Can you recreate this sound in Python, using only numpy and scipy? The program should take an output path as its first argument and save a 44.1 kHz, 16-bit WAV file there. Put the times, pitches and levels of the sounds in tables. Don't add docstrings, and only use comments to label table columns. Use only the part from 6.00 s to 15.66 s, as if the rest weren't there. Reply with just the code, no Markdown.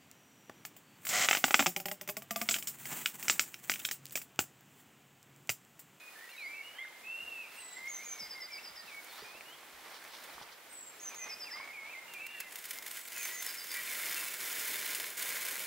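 import sys
import numpy as np
from scipy import signal
from scipy.fft import rfft, irfft
from scipy.io import wavfile
from scipy.ndimage import uniform_filter1d

SR = 44100
rng = np.random.default_rng(int(sys.argv[2]) if len(sys.argv) > 2 else 0)


def to_linear_factor(level_db):
    exponent = np.asarray(level_db, float) / 20
    return 10 ** exponent


def wrap_up_sound(samples):
    columns = np.atleast_2d(samples).T
    tamed = np.clip(columns, -1, 1)
    steps = np.round(tamed * 32767).astype(np.int16)
    wavfile.write(sys.argv[1], SR, steps)


N = 426006


def evened(x):
    return x / np.sqrt(np.mean(x ** 2) + 1e-20)


def read(points, hz):
    f, value = np.transpose(points)
    return np.interp(np.log(hz + 1), np.log(f + 1), value)


def curve(rows):
    s, value = np.transpose(rows)
    return np.interp(np.arange(N) / SR, s, value)


def add(mix, s, sound):
    part = mix[round(s * SR):][:len(sound)]
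    part += sound[:len(part)]


def wobble(seconds):
    size = max(round(seconds * SR), 2)
    return evened(uniform_filter1d(uniform_filter1d(rng.standard_normal(N), size), size))


def swell(s, rise, fall):
    t = np.arange(N) / SR - s
    return np.exp(np.where(t < 0, t / rise, -t / fall))


def grains(per_s, spread_db):
    size = to_linear_factor(spread_db * np.minimum(rng.exponential(1, N), 5)) * rng.standard_normal(N)
    return evened(size * (rng.random(N) < per_s / SR))


def colour(x, points, band):
    hz = np.fft.rfftfreq(4096, 1 / SR)
    log_gain = np.maximum(read(points, hz), -100) * np.log(10) / 20
    full = np.r_[log_gain, log_gain[-2:0:-1]]
    spectrum = np.exp(full - 1j * signal.hilbert(full).imag)
    taps = np.fft.ifft(spectrum).real[:2048]
    in_band = (hz > band[0]) & (hz < band[1])
    power = np.exp(2 * log_gain)[in_band].sum() / len(hz)
    return signal.oaconvolve(x, taps / np.sqrt(power))[:N]


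def pair(x, other, same, lean):
    hz = np.fft.rfftfreq(N, 1 / SR)
    likeness = np.clip(read(same, hz), 0, 1)
    mid = np.sqrt((1 + likeness) / 2) * rfft(x)
    side = np.sqrt((1 - likeness) / 2) * rfft(other)
    half_lean_db = read(lean, hz) / 2
    return irfft([(mid + side) * to_linear_factor(half_lean_db), (mid - side) * to_linear_factor(-half_lean_db)], N)


# (t/s, level/dB); the first row is the moment it catches
POWDER_BURN = [(6.45, -67), (6.56, -55.5), (6.71, -51), (6.78, -51.5), (6.81, -60.5), (6.88, -54.5),
               (6.99, -49), (7.03, -57), (7.11, -54.5), (7.15, -48.5), (7.28, -44.5), (7.4, -51.5),
               (7.45, -47), (7.67, -51), (7.75, -45.5), (7.8, -45.5), (8.07, -41.5), (8.3, -45),
               (8.38, -48), (8.41, -43.5), (8.62, -42.5), (8.76, -42), (8.8, -43.5), (8.95, -42),
               (9.1, -47.5), (9.16, -52.5), (9.185, -42), (9.66, -44)]
# (f/Hz, level/dB)
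FIZZ_TONE = [(1760, -34.5), (3000, -3), (3260, 0.5), (3570, -13), (3960, -9), (5110, -4), (5520, -2),
             (15200, 0), (15700, 5)]
ROAR_TONE = [(410, -53), (700, -16), (773, -20.5), (957, -13.5), (1160, -9.5), (1350, -9.5), (2070, -1.5),
             (2700, -9), (5000, -15.5), (6500, -39), (11000, -120)]
FLAME_TONE = [(35, -67), (60, -25), (188, -6.5), (398, 2), (466, 4.5), (633, -1), (786, -6.5), (900, 1),
              (1170, -15), (1980, -120)]
# (f/Hz, likeness 0 to 1)
FIRE_LIKENESS = [(2000, 1), (7000, 0.99), (11000, 0.92), (13000, 0.87), (15000, 0.63)]
# (f/Hz, level/dB)
FIRE_BALANCE = [(11500, -0.5), (13000, -1), (14500, -3.5)]


def fire():
    t = np.arange(N) / SR
    lit = t > POWDER_BURN[0][0]
    burn_db, fuse_level, sputter_db = curve(POWDER_BURN), fuse(), sputter()
    fizz = np.where(lit, to_linear_factor(burn_db), fuse_level)
    fizz = fizz * to_linear_factor(sputter_db + 0.7 * wobble(0.015))
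    jets = np.where(lit, follower(burn_db, full_db=-44.5, slope=1, seconds=0.03), to_linear_factor(3.5) * fuse_level)
    jets = jets * to_linear_factor(0.75 * sputter_db)
    flutter = lit * follower(burn_db, full_db=-59.5, slope=0.93, seconds=0.093)
    flutter = flutter * to_linear_factor(2 * (t - N / SR))
    spit(fizz, jets)
    bangs = pops()
    ports = []
    for port in range(2):
        crackle = 0.78 * rng.standard_normal(N) + 0.51 * grains(per_s=3000, spread_db=2.0)
        gas = 0.64 * rng.standard_normal(N) + 0.31 * grains(per_s=900, spread_db=4.0)
        flame = flutter * to_linear_factor(1.5 * wobble(0.017)) * rng.standard_normal(N)
        high = colour(fizz * crackle + bangs, FIZZ_TONE, (9000, 15500))
        low = colour(flame, FLAME_TONE, (100, 700))
        roar = colour(jets * gas + 0.43 * bangs, ROAR_TONE, (1200, 3000))
        ports.append(tray(high + low + roar))
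    return pair(*ports, FIRE_LIKENESS, FIRE_BALANCE)


def follower(burn_db, full_db, slope, seconds):
    smooth_db = uniform_filter1d(burn_db, round(seconds * SR))
    return to_linear_factor(full_db + slope * (smooth_db + 44))


# (peak t/s, level/dB, rise t/s, fall t/s)
FUSE_FLARES = [(.33, -67, 0.34, .08), (1.55, -61, 0.033, 0.036), (1.87, -66.5, 0.07, 0.52),
               (3.17, -62.5, 0.19, 0.1), (4.24, -64, 0.23, 0.073), (5.03, -72, .02, 0.16),
               (6.41, -60, 0.057, 0.06)]


def fuse():
    return to_linear_factor(-71.5) + sum(to_linear_factor(db) * swell(s, rise, fall) for s, db, rise, fall in FUSE_FLARES)


def sputter():
    flares_per_s, rise_s, fall_s = 160, 0.0017, 0.0018
    starts = (rng.random(N) < flares_per_s / SR) * rng.exponential(1, N)
    t = np.arange(1000) / SR
    shape = 1.26 * (1 - np.exp(-t / rise_s)) * np.exp(-t / fall_s)
    flares = signal.oaconvolve(starts, shape)[:N]
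    return 3.8 * (np.minimum(flares, 2) - flares.mean()) + 1.35 * wobble(0.0016)


# (t/s, nominal peak level/dB)
SPITS = [(.3366, -47), (3.044, -41), (4.0407, -41), (4.239, -38), (4.728, -42), (5.1452, -40),
         (6.1365, -30), (6.266, -30), (6.403, -22.5), (6.5215, -35), (6.5564, -28), (6.5858, -34),
         (6.641, -34), (6.6533, -29.5), (6.708, -22.5), (6.7321, -34), (6.8244, -30.5), (6.864, -28),
         (6.8774, -33), (6.9102, -28.5), (6.9406, -38), (6.9716, -30), (7.0519, -38), (7.0764, -33),
         (7.1207, -33), (7.2534, -29), (7.406, -40), (7.424, -23), (7.641, -32), (7.6675, -40),
         (7.7169, -30), (7.74, -28), (8.31, -33), (8.4088, -43), (8.6482, -41), (8.6784, -26),
         (9.1775, -37), (9.2923, -40)]


def spit(fizz, jets):
    crest_db = 17
    puff_db = -19.5
    u = np.arange(0, 6, 3 / (0.009 * SR))
    shape = (u * np.exp(1 - u)) ** 1.4
    for s, db in SPITS:
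        add(fizz, s - .0016, to_linear_factor(db - crest_db) * shape)
        add(jets, s - .0016, to_linear_factor(db + puff_db) * shape)


# (t/s, nominal peak level/dB)
POPS = [(6.787, -19), (7.0848, -22), (7.1806, -19), (7.231, -18), (7.79, -22), (8.1449, -11.5),
        (8.737, -20), (8.746, -25), (8.758, -15.5), (8.864, -16), (8.9092, -19), (8.9495, -14),
        (8.954, -19), (8.9542, -17), (9, -15), (9.003, -17), (9.5113, -17)]


def pops():
    crest_db, fall_s = 7.5, 0.00033
    t = np.arange(120) / SR
    bangs = np.zeros(N)
    for s, db in POPS:
        after = .45 * rng.standard_normal(120) * np.exp(-t / fall_s)
        add(bangs, s, to_linear_factor(db - crest_db) * np.r_[1, -.45, -.3, after])
    return bangs


# (delay t/ms, share of the direct sound)
BOUNCES = [(0.433, 0.18), (1.162, 0.037), (1.40, 0.14), (1.47, -0.1), (1.68, 0.0097)]
# (f/Hz, width f/Hz, level/dB over the direct sound)
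METAL_RINGS = [(625, 23, 3), (1038, 35, 1.5), (1411, 55, 1.5), (1614, 13, 1.5), (2220, 37, -12),
               (3060, 12, -26), (2980, 22, -3.5), (3520, 33, 3), (3644, 58, 3), (4040, 26, 5.5),
               (5130, 53, -1.5), (5400, 22, -16), (5830, 40, -18)]


def tray(x):
    hz = np.fft.rfftfreq(N, 1 / SR)
    bounce = sum(share * np.exp(-2j * np.pi * hz * ms / 1000) for ms, share in BOUNCES)
    dull = 1 / (1 + (hz / 11000) ** 2)
    rings = sum(to_linear_factor(db) / (1 + 2j * (hz - f) / width) for f, width, db in METAL_RINGS)
    return irfft(rfft(x) * (1 + bounce * dull) * (1 + rings), N)


def birds():
    return (garden(thrushes(), t60=1.0, wet_db=-6.0, lean_db=-1.5, lead_us=-20, flutter_db=2.0)
            + garden(small_bird(), t60=0.46, wet_db=-5, lean_db=-.6, lead_us=26.6, flutter_db=2.0))


# (start t/s, length t/s, level/dB, from f/Hz, to f/Hz)
GLIDES = [(0, 0.099, -56, 2510, 2475), (.15, 0.1, -54, 1740, 1864), (0.223, 0.064, -54.5, 2000, 1890),
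          (0.283, .04, -56, 2600, 2880), (.31, 0.019, -55, 4320, 4000), (.32, 0.043, -53, 2430, 2180),
          (.36, 0.052, -56.5, 3800, 4030), (.41, .06, -58, 4050, 4830), (.465, .035, -61, 4800, 4850),
          (1.566, .04, -52, 2635, 2850), (1.612, 0.21, -60.5, 2030, 1934), (1.6, 0.045, -59, 4000, 3980),
          (1.671, .09, -62, 3950, 3960), (1.759, .155, -45.5, 2025, 2176), (1.97, 0.067, -53, 1990, 2390),
          (2.04, 0.26, -55.5, 2394, 2085), (2.344, 0.1, -49.5, 2147, 2030), (2.5, 0.094, -49.5, 2360, 2220),
          (2.577, .025, -51.5, 2430, 2850), (2.652, 0.0145, -53, 3070, 2500),
          (2.77, 0.076, -58, 1870, 1820), (2.87, 0.04, -54, 2770, 2330), (2.91, 0.099, -48.5, 2300, 2203),
          (3.09, .03, -58, 4520, 4050), (3.11, .04, -60, 3470, 3690), (3.148, .07, -59, 3710, 4670),
          (3.215, 0.037, -60, 4770, 4850), (3.24, 0.094, -56, 2420, 2500), (3.33, 0.06, -55, 2500, 2830),
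          (3.45, 0.078, -58, 2790, 3040), (3.52, 0.036, -56, 3110, 3310), (5.1, 0.05, -55, 2570, 2250),
          (5.18, 0.074, -52.5, 2050, 2020), (5.25, 0.068, -53, 2020, 2190), (5.19, .19, -53.5, 2470, 2500),
          (5.598, 0.14, -53.5, 2310, 2240), (6.075, 0.091, -53.5, 2860, 2670),
          (6.14, 0.065, -48, 2460, 2290), (6.212, .06, -49, 2290, 2350), (6.3, 0.092, -63, 3530, 3400),
          (6.3, 0.14, -61, 1757, 1665), (6.34, .05, -56, 2020, 1810), (6.43, .065, -53.5, 2100, 2030),
          (6.75, 0.054, -52, 2084, 2086), (7.15, .12, -48.5, 2630, 2250), (7.277, 0.14, -50.5, 1880, 2075),
          (7.45, 0.054, -54, 1677, 1626), (7.728, .075, -48, 2310, 2360), (7.812, 0.021, -52, 2400, 2900),
          (7.74, 0.07, -46, 1990, 1905), (7.87, .05, -49, 2610, 2054), (7.916, 0.034, -48, 2040, 2100),
          (8.16, .06, -48, 2720, 2620), (8.263, .04, -53, 2700, 2520)]
# (t/s, f/Hz, level/dB)
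WARBLES = [
    [(.375, 2620, -49), (.41, 2380, -49.5), (.46, 2104, -43), (.5, 2356, -49), (.56, 2300, -48),
     (.62, 2225, -46)],
    [(.5, 2410, -72), (.56, 2656, -50), (.61, 2740, -66), (.66, 2880, -51.5), (.71, 2920, -56),
     (.735, 2950, -66), (.79, 3160, -51.5), (.86, 3850, -67)],
    [(.745, 1610, -52), (.775, 1742, -62), (.79, 2060, -46), (.82, 2116, -41.5), (.84, 2090, -46.5),
     (.862, 1450, -54)],
    [(1.035, 2510, -53), (1.1, 2670, -43), (1.25, 2810, -46.5), (1.43, 2557, -46.5), (1.48, 2240, -59)],
    [(5.43, 2920, -70), (5.47, 2660, -49), (5.515, 1650, -54), (5.54, 2032, -48), (5.6, 2206, -50.5),
     (5.67, 2210, -56), (5.72, 2110, -48)],
    [(5.73, 2530, -51), (5.78, 2204, -48), (5.84, 2170, -50), (5.895, 2360, -48.5), (5.92, 2680, -52),
     (5.955, 2050, -47.5), (6.0, 2124, -50)],
    [(6.18, 2520, -49), (6.24, 2683, -48), (6.3, 2800, -52), (6.38, 2756, -51), (6.43, 2614, -51)],
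]


def thrushes():
    song = np.zeros(N)
    top = 0.82
    for s, length, db, from_hz, to_hz in GLIDES:
        top_hz = from_hz + top * (to_hz - from_hz)
        rows = [(0, from_hz, -2.5), (top * length, top_hz, 0), (length, to_hz, -4)]
        whistle(song, rows, s, db)
    for rows in WARBLES:
        whistle(song, rows)
    return song


# (t/s from start, f/Hz before pitch factor, level/dB in the song)
NOTE_SHAPES = [
    [(-.025, 8770, -16), (0, 8550, -7), (.025, 8230, -0.5), (.06, 7990, -2), (.125, 7800, -4),
     (.175, 7680, -1), (.205, 7630, -10)],
    [(0, 4700, -15), (.016, 6700, -9), (.024, 6820, -6), (.06, 6450, -4), (.09, 6200, 0), (.105, 6140, -3)],
    [(0, 5940, -11), (.013, 5400, -6), (.023, 5140, -0.5), (.035, 4960, -4), (.048, 4910, -2),
     (.058, 4965, -3), (.064, 5170, -6)],
]
# (first hook t/s, spacing factor, level/dB, trill change level/dB per note, pitch factor)
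SONGS = [(1.872, 1.047, -42, -1.37, 0.99), (4.99, 0.99, -43.5, -0.1, .98), (7.158, .99, -45, -1.5, 1.003)]
LEAD_LEVEL = [-8, -7, -12]
TRILL_GAP = [.108, .107, .112]
TRILL_PITCH = [0.98, 0.994, 0.98]
TRILL_NOTES = [6, 3, 3]


def small_bird():
    song = np.zeros(N)
    lead, hook, trill = NOTE_SHAPES
    songs = zip(SONGS, LEAD_LEVEL, TRILL_GAP, TRILL_PITCH, TRILL_NOTES)
    for (s, spacing, db, fade_db, factor), lead_db, gap, pitch, count in songs:
        whistle(song, lead, s - spacing * .278, db + lead_db, factor, waver_hz=25)
        for k in range(2):
            whistle(song, hook, s + spacing * .155 * k, db, factor, waver_hz=25)
        for k in range(count):
            start = s + spacing * .298 + gap * k + 0.0002 * k ** 3
            sharp = 1 if k else 1.02
            whistle(song, trill, start, db + fade_db * k, pitch * sharp, waver_hz=24.65)
    return song


def whistle(mix, rows, s0=0, db=0, factor=1, waver_hz=14):
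    s, hz, level_db = np.transpose(rows)
    t = np.arange(s[0], s[-1], 1 / SR)
    waver = evened(uniform_filter1d(uniform_filter1d(rng.standard_normal(len(t)), 200), 200))
    pitch = factor * np.interp(t, s, hz) + waver_hz * waver
    tone = np.sin(2 * np.pi * np.cumsum(pitch) / SR)
    ends = signal.windows.tukey(len(t), min(0.013 / (s[-1] - s[0]), 1))
    level = np.sqrt(2) * to_linear_factor(db + np.interp(t, s, level_db))
    add(mix, s0 + s[0], level * tone * ends)


def garden(x, t60, wet_db, lean_db, lead_us, flutter_db):
    t = np.arange(SR // 2) / SR
    sparse = rng.random((2, len(t))) < .05
    taps = rng.standard_normal((2, len(t))) * sparse * to_linear_factor(-60 * t / t60) * (t > .004)
    taps[1] = 1.15 * taps[0] + 0.32 * taps[1]
    taps = taps / np.linalg.norm(taps, axis=1)[:, None]
    tail = signal.fftconvolve(x[None], taps, axes=1)[:, :N]
    heard = x * to_linear_factor(flutter_db * wobble(0.0028)) + to_linear_factor(wet_db) * tail
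    side = np.array([[.5], [-.5]])
    lead = np.exp(2j * np.pi * np.fft.rfftfreq(N, 1 / SR) * side * lead_us / 1e6)
    return irfft(rfft(heard) * lead, N) * to_linear_factor(side * lean_db)


def ground_and_chatter():
    left, right = rustle_and_chatter()
    return pair(left + knocks() + thuds(), right, [(300, 0.81), (3000, 0.77)], [(300, -2.0), (3000, -2.0)])


# (peak t/s, low noise level/dB, high noise over it level/dB, rise t/s, fall t/s)
STIRS_AND_CHATTER = [(.42, -75, 7, .3, .08), (.77, -69, -7, .07, 0.22), (1.62, -73, 7.5, 0.15, 0.77),
                     (2.9, -67.5, 4.5, 1, 0.055), (3.2, -58.5, 2.5, 0.12, 0.13),
                     (3.93, -61, -0.5, 0.25, 0.1), (4.15, -63, 0.5, .08, 0.17),
                     (4.43, -61, -1.5, 0.22, 0.19), (5.15, -59, -1, 0.077, 0.022),
                     (5.27, -54, -4.5, 0.018, 0.036), (5.59, -56.5, -4, 0.092, 0.14),
                     (5.84, -67, -15, .04, 0.81)]
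# (t/s, high noise level/dB, length t/s)
BRUSHES = [(3.924, -62, 0.087), (4.058, -61, 0.18), (4.25, -64, 0.027), (4.326, -62, 0.032),
           (4.406, -61, 0.045), (4.505, -60, 0.047)]
# (f/Hz, level/dB)
LOW_TONE = [(59, -66), (100, -21.5), (304, -10), (395, -7.5), (888, 0.5), (1500, -1.5), (2600, 1),
            (9000, -20), (11700, -61), (19800, -120)]
# (f/Hz, level/dB)
HIGH_TONE = [(1500, -15), (2800, 9), (3800, 6.5), (5500, 2.5), (9000, -17)]


def rustle_and_chatter():
    stirring = to_linear_factor(1.32 * wobble(0.014)) * (np.arange(N) / SR < 6.6)
    low, high = np.full(N, to_linear_factor(-69.5)), np.full(N, to_linear_factor(-77.5))
    for s, db, over_db, rise, fall in STIRS_AND_CHATTER:
        bump = swell(s, rise, fall)
        low += to_linear_factor(db) * bump
        high += to_linear_factor(db + over_db) * bump
    for s, db, length in BRUSHES:
        add(high, s, to_linear_factor(db) * np.hanning(round(length * SR)))
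    ports = []
    for port in range(2):
        rough = stirring * (0.92 * rng.standard_normal(N) + .5 * grains(per_s=1600, spread_db=3.0))
        low_noise = colour(low * rough, LOW_TONE, (400, 1500))
        high_noise = colour(high * rough, HIGH_TONE, (3100, 4500))
        ports.append(low_noise + high_noise)
    return ports


# (t/s, peak level/dB, f/Hz, time to fall 60 dB t/s)
KNOCKS = [(.849, -44, 1510, .03), (3.223, -45.5, 430, 0.066), (3.351, -46, 603, 0.028),
          (3.409, -33, 2410, 0.0087), (4.041, -44, 2000, .012), (4.381, -37, 1140, 0.015),
          (4.414, -38, 880, 0.016), (5.256, -50, 1010, .04), (5.557, -42, 1210, .04),
          (5.601, -39.5, 1066, 0.051)]


def knocks():
    t, hits = np.arange(SR // 4) / SR, np.zeros(N)
    for s, db, hz, t60 in KNOCKS:
        add(hits, s, to_linear_factor(db - 60 * t / t60) * np.sin(2 * np.pi * hz * t))
    return hits


# (t/s, nominal level/dB, nominal f/Hz, nominal low swell level/dB)
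THUDS = [(1.217, -60, 244, -69), (1.813, -59, 245, -86), (2.212, -51, 247, -69), (2.698, -61, 200, -70),
         (2.837, -57.5, 248, -83), (3.22, -55, 210, -81), (3.739, -68, 63, -72), (4.349, -64, 75.4, -75),
         (4.409, -59, 194, -74)]


def thuds():
    t, hits = np.arange(SR // 4) / SR, np.zeros(N)
    for s, db, hz, low_db in THUDS:
        sinking = np.sin(2 * np.pi * hz * 0.0322 * (1 - np.exp(-t / 0.0275)))
        push = to_linear_factor(db - 60 * t / 0.1) * sinking * np.minimum(t / 0.0018, 1)
        low = to_linear_factor(low_db) * t / 0.046 * np.exp(1 - t / 0.032) * np.sin(2 * np.pi * 62 * t)
        add(hits, s, push + low)
    return hits


# (f/Hz, level/dB)
AIR_TONE = [(15, -50), (25, -40), (48, -21.5), (324, -3), (587, -2), (654, -1.5), (1120, -4.5),
            (1280, -2.5), (1980, -2), (5820, -11), (7630, -8), (8270, -11), (15800, -10.5)]
# (f/Hz, likeness 0 to 1)
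AIR_LIKENESS = [(60, 1), (180, 0.8), (550, 0.84), (1650, 0.6), (4970, 0.051), (15000, 0.011)]


def air():
    ports = []
    for port in range(2):
        drifting = rng.standard_normal(N) * to_linear_factor(1.45 * wobble(0.13))
        ports.append(colour(drifting, AIR_TONE, (100, 4000)))
    return to_linear_factor(-59) * pair(*ports, AIR_LIKENESS, [(60, -.4), (400, -1.6), (15000, -0.49)])


def scene():
    return fire() + birds() + ground_and_chatter() + air()


def top_cut(x):
    return signal.sosfilt(signal.butter(12, 16920, fs=SR, output="sos"), x)


def record(dry):
    edge = signal.firwin(1601, 15760, window=("kaiser", 10), fs=SR)
    mix = signal.oaconvolve(dry, edge[None], "same")
    return top_cut(mix)


dry = scene()
out = record(dry)
wrap_up_sound(out)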